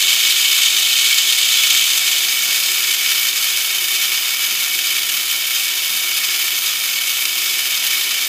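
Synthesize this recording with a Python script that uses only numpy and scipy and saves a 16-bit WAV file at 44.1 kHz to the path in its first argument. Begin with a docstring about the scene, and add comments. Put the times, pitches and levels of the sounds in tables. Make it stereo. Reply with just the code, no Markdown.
"""Plastic gears rattle close to a mono microphone: a drawing automaton at work on a table.
The pinion knocks on gear teeth and rings the frame, with a harsher rasp while the cams bear hard.
The motor's brushes fizz on top as random scratches, and loose linkages tick in short bursts.
Underneath are the motor's hum, a few shaft tones, and the drumming table top; near walls echo weakly."""
import sys
import numpy as np
from scipy import signal
from scipy.fft import rfft, irfft, next_fast_len
from scipy.io import wavfile
from scipy.ndimage import map_coordinates

SR = 44100
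rng = np.random.default_rng(int(sys.argv[2]) if len(sys.argv) > 2 else 0)


def log_audio(samples):
    """Write samples as a 16-bit WAV file to the path given in sys.argv[1]."""
    # one column per channel
    frames = np.atleast_2d(samples).T
    # limit to full scale, then quantise
    limited = np.clip(frames, -1, 1)
    pcm = np.round(limited * 32767).astype(np.int16)
    wavfile.write(sys.argv[1], SR, pcm)


N = 365148

# motor shaft speed: (time [s], speed [turns/s])
SHAFT_SPEED = [(0.0, 123.0), (1.25, 121.5), (1.7, 123.1), (2.3, 123.2), (2.8, 122.5), (4.1, 122.8),
               (5.45, 121.8), (6.4, 122.6), (7.25, 122.6), (7.85, 123.7), (8.28, 123.7)]
# slow drift of the whole mechanism: (time [s], level [dB])
LEVEL_DRIFT = [(0.0, -0.0), (2.8, 0.84), (3.8, -0.1), (4.6, 0.25), (6.8, -0.5), (7.4, -0.2), (8.28, 0.3)]
# loudest linkage ticks, as struck on the frame: (time [s], strength [dB])
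LOUD_TICKS = [(0.324, -6), (0.553, -13), (0.587, -8), (0.66, -7), (1.54, -9), (1.977, -9), (3.061, -8.5),
              (4.79, -7), (7.254, -4)]
# resonances of the plastic frame: (frequency [Hz], width [Hz], lift [dB])
FRAME_MODES = [(1385, 20, 7.5), (1819, 28, 8.0), (1872, 41, 5.5), (2228, 58, 9.0), (2308, 116, 11.0),
               (2525, 70, 5.5), (2769, 35, 4.5), (2953, 114, 5.0), (3078, 165, 7.0), (3287, 60, 4.5),
               (3394, 36, 5.5), (3653, 124, 9.0), (4377, 106, 3.0), (4968, 187, 5.5), (6198, 192, 3.5),
               (6562, 154, 5.0), (6774, 29, 3.0), (6963, 25, 2.5), (7456, 56, 3.5), (11077, 390, 4.5),
               (11925, 156, 3.0), (13469, 243, 4.5), (13868, 133, 4.0), (14329, 237, 5.0), (15005, 84, 4.0)]
# resonances of the table top: (frequency [Hz], width [Hz], lift [dB])
TABLE_MODES = [(138, 8.9, 9.5), (202.6, 8.1, 12.5), (261, 27, 6), (309, 14, 5.5), (374.5, 28, 12),
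               (735, 155, 5)]
# broad colours of the contacts, before the resonances: (frequency [Hz], relative level [dB])
TEETH_COLOUR = [(300, -50), (700, -27.5), (1050, -14.5), (1150, -7.5), (1700, -6.5), (2100, -5), (2500, 0),
                (2750, -1.5), (4000, -2.5), (5000, -0.5), (7300, -4.5), (9000, -10.5), (15000, -16)]
RASP_COLOUR = [(500, -45.5), (1800, -19.5), (2700, -3), (3250, 1), (3900, 0.5), (4700, -3.5), (5600, -8),
               (6700, -3.5), (7900, -3.5), (9200, -12.5), (15000, -25)]
FIZZ_COLOUR = [(2000, -38), (6000, -18), (9000, -4), (10400, -3.5), (11200, -3), (12500, -1), (13100, -0.5),
               (15300, -2)]
RUMBLE_COLOUR = [(20, -50), (38, -44), (50, -27), (95, -22), (120, -11.5), (170, -9), (260, -4),
                 (440, -2.5), (720, 1.5), (1000, -6), (2000, -11.5), (5000, -43)]
# motor hum; three poles give 3, eight pinion teeth give 8: (multiple of shaft rate, mean level [dB])
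HUM_TONES = [(1, -64.5), (2, -69), (3, -57), (6, -64), (8, -53.3)]

PINION_TEETH = 8
WHEEL_RATIO = 8 / 34  # turns of the first wheel per shaft turn
TOP_HZ = 15330  # band limit
# the cams bear hard until RELEASE_S, then their load dies away with time constant EASE_S
RELEASE_S, EASE_S = 1.75, 1.34
# levels ahead of the drift: running free, and what full cam load adds (dB)
RATTLE_DB, RATTLE_LOAD_DB = -20.5, 1.13
RASP_DB, RASP_LOAD_DB = -26.0, 9.6
DRUMMING_DB, FIZZ_DB = -46, -23
# a faster motor is louder (dB for each extra turn per second)
RATTLE_SPEED_DB, DRUMMING_SPEED_DB = 0.33, 0.7
# random motor surges: depth in brushes and gears (dB), knots per second
SURGE_FIZZ_DB, SURGE_GEARS_DB, SURGE_RATE = 0.7, 0.21, 12
# lesser ticks: number per second at full load, mean strength (dB), scatter (dB)
SMALL_TICK_RATE, SMALL_TICK_DB, SMALL_TICK_SCATTER_DB = 4, -24, 1
# the rasp's low growl needs more load than its bright edge: their border (Hz), power of the load
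RASP_BORDER_HZ, GROWL_POWER = 4500, 3.4


def amp(db):
    """Decibels to an amplitude factor."""
    return 10 ** (np.asarray(db) / 20)


def unit(x):
    """x scaled to an RMS of one."""
    return x / np.sqrt(np.mean(x ** 2) + 1e-20)


def curve(rows):
    """A (time, value) table as one value per sample."""
    time, value = np.transpose(rows)
    return np.interp(np.arange(N) / SR, time, value)


def wobble(rate):
    """A smooth random curve, rate knots a second."""
    knots = rng.standard_normal(int(N * rate / SR) + 4)
    return map_coordinates(knots, [np.arange(N) * rate / SR])


def swing(turns):
    """Once-a-turn rise and fall of an off-centre wheel."""
    return np.cos(2 * np.pi * turns)


def contacts(density, scatter_db):
    """Tiny random impacts, density a second, of uneven size."""
    struck = rng.random(N) < density / SR
    size_db = scatter_db * np.clip(rng.standard_normal(N), -2, 2)
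    return unit(struck * rng.choice([-1, 1], N) * amp(size_db))


def ring(x, colour, modes, size=16384):
    """x through a causal body: a broad colour lifted at each resonance."""
    hz = np.fft.rfftfreq(size, 1 / SR)
    f, level = np.transpose(colour)
    db = np.interp(np.log(hz + 1), np.log(f), level)
    for centre, width, lift in modes:
        db = db + lift / (1 + (2 * (hz - centre) / width) ** 2)
    # folding the cepstrum forward gives minimum phase: the ringing follows the blow
    cepstrum = irfft(np.log(amp(db)))[:size // 2]
    cepstrum[1:] *= 2
    response = irfft(np.exp(rfft(cepstrum, size)))
    return signal.fftconvolve(x, response)[:N]


def chatter(rate=130, life=0.0027):
    """Jumps through the backlash: each random jolt starts at once and fades; the play limits its size."""
    jolts = (rng.random(N) < rate / SR) * rng.uniform(0.23, 1, N)
    fading = signal.lfilter([1], [1, -np.exp(-1 / (life * SR))], jolts)
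    limited = np.tanh(2 * fading)
    return unit(limited - limited.mean())


def room(x, t60=0.072):
    """The near walls return a weak, dense echo from 2 ms on, dying by 60 dB in t60 seconds."""
    t = np.arange(SR // 3) / SR
    tail = rng.standard_normal(len(t)) * amp(-60 * t / t60) * (t > .002)
    echo = signal.fftconvolve(x, tail / np.linalg.norm(tail))[:N]
    return x + amp(-12) * echo


def table_drumming(overspeed):
    """The table top drums under the machine: random contacts ring its low resonances."""
    drumming = unit(ring(contacts(density=2500, scatter_db=3.5), RUMBLE_COLOUR, TABLE_MODES))
    return amp(DRUMMING_DB + DRUMMING_SPEED_DB * overspeed) * drumming


def motor_hum(turns):
    """Tones at multiples of the shaft rate, slightly unsteady in level and phase."""
    hum = np.zeros(N)
    for order, db in HUM_TONES:
        level = amp(db + 2.2 * wobble(14)) * np.sqrt(2)
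        hum += level * swing(order * turns + .055 * wobble(22))  # phase jitter in turns
    return hum


def cam_load():
    """How hard the cams bear, 0-1: full at first, then easing off exponentially."""
    return np.exp(-np.maximum(np.arange(N) / SR - RELEASE_S, 0) / EASE_S)


def pressure(turns, shaft_db, twice_db, wheel_db, chatter_db, lurch_db):
    """Tooth force in dB: it follows the shaft and the first wheel, chatters in the backlash and lurches."""
    shaft = shaft_db * swing(turns) + twice_db * swing(2 * turns + 1 / 8)
    wheel = wheel_db * swing(WHEEL_RATIO * turns)
    return shaft + wheel + chatter_db * chatter() + lurch_db * wobble(38)


def linkage(load, life=0.0029):
    """A loose joint drops through its play: a short burst of contacts into the frame."""
    blows, t = np.zeros(N + SR), np.arange(SR // 20) / SR
    # lesser ticks come at random, more often under load
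    small_times = np.flatnonzero(rng.random(N) < SMALL_TICK_RATE * load / SR) / SR
    small = [(s, rng.normal(SMALL_TICK_DB, SMALL_TICK_SCATTER_DB)) for s in small_times]
    for s, db in LOUD_TICKS + small:
        burst = np.exp(-t / life) * rng.standard_normal(len(t))
        blows[round(s * SR):][:len(t)] += amp(db) * burst
    return ring(blows[:N], TEETH_COLOUR, FRAME_MODES)


def brushes(turns, force_db, fizz_db):
    """The brushes scratch over the commutator, harder on one side of each turn, and skip at random."""
    skip_db = 0.97 * chatter(rate=60, life=0.0057)
    scratch_db = 0.66 * force_db + skip_db + 0.33 * swing(turns)
    scratch = contacts(density=14000, scatter_db=3.5) * amp(scratch_db)
    return amp(fizz_db) * unit(ring(scratch, FIZZ_COLOUR, FRAME_MODES))


def gear_rattle(mesh, load, overspeed):
    """Teeth knock as they mesh: the tooth force shapes random impacts that ring the frame."""
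    knocks = mesh * contacts(density=12000, scatter_db=2)
    rattle_db = RATTLE_DB + RATTLE_LOAD_DB * load + RATTLE_SPEED_DB * overspeed
    return amp(rattle_db) * unit(ring(knocks, TEETH_COLOUR, FRAME_MODES))


def gear_rasp(mesh, load):
    """Loaded teeth also scrape, with a harsher colour whose growl fades first as the load eases."""
    scrapes = mesh * amp(1.56 * chatter()) * contacts(density=14000, scatter_db=2)
    rasp = unit(ring(scrapes, RASP_COLOUR, FRAME_MODES))
    lowpass = signal.butter(2, RASP_BORDER_HZ, fs=SR, output="sos")
    growl = signal.sosfiltfilt(lowpass, rasp)
    edge = rasp - growl
    scrape = amp(RASP_LOAD_DB * load ** GROWL_POWER) * growl + amp(RASP_LOAD_DB * load) * edge
    return amp(RASP_DB) * scrape


def gears(turns, force_db, load, overspeed):
    """The same tooth force, pulsing at each pinion tooth, drives both the rattle and the rasp."""
    mesh = amp(force_db + 1.4 * swing(PINION_TEETH * turns))
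    return gear_rattle(mesh, load, overspeed) + gear_rasp(mesh, load)


def scene():
    """One shaft drives everything; its speed, its surges and the cam load set the levels."""
    speed = curve(SHAFT_SPEED)
    turns, overspeed = np.cumsum(speed) / SR, speed - speed.mean()
    load, surge = cam_load(), wobble(SURGE_RATE)
    force_db = pressure(turns, shaft_db=0.62, twice_db=-0.14, wheel_db=0.6, chatter_db=1.38, lurch_db=0.59)
    under = motor_hum(turns) + table_drumming(overspeed)
    ticks = linkage(load)
    fizz = brushes(turns, force_db, FIZZ_DB + SURGE_FIZZ_DB * surge)
    teeth = gears(turns, force_db + SURGE_GEARS_DB * surge, load, overspeed)
    mono = amp(curve(LEVEL_DRIFT)) * (under + room(teeth + fizz + ticks))
    return np.array([mono, mono])  # one microphone on both channels


def record(dry):
    """Peaks round off near full scale; deep bass is cut and nothing passes above the band limit."""
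    rounded = dry / (1 + dry ** 16) ** (1 / 16)
    highpass = signal.butter(4, 62, "highpass", fs=SR, output="sos")
    thinned = signal.sosfilt(highpass, rounded)
    size = next_fast_len(N + SR // 2)
    passband = np.fft.rfftfreq(size, 1 / SR) < TOP_HZ
    return irfft(rfft(thinned, size) * passband, size)[:, :N]


dry = scene()
out = record(dry)
log_audio(out)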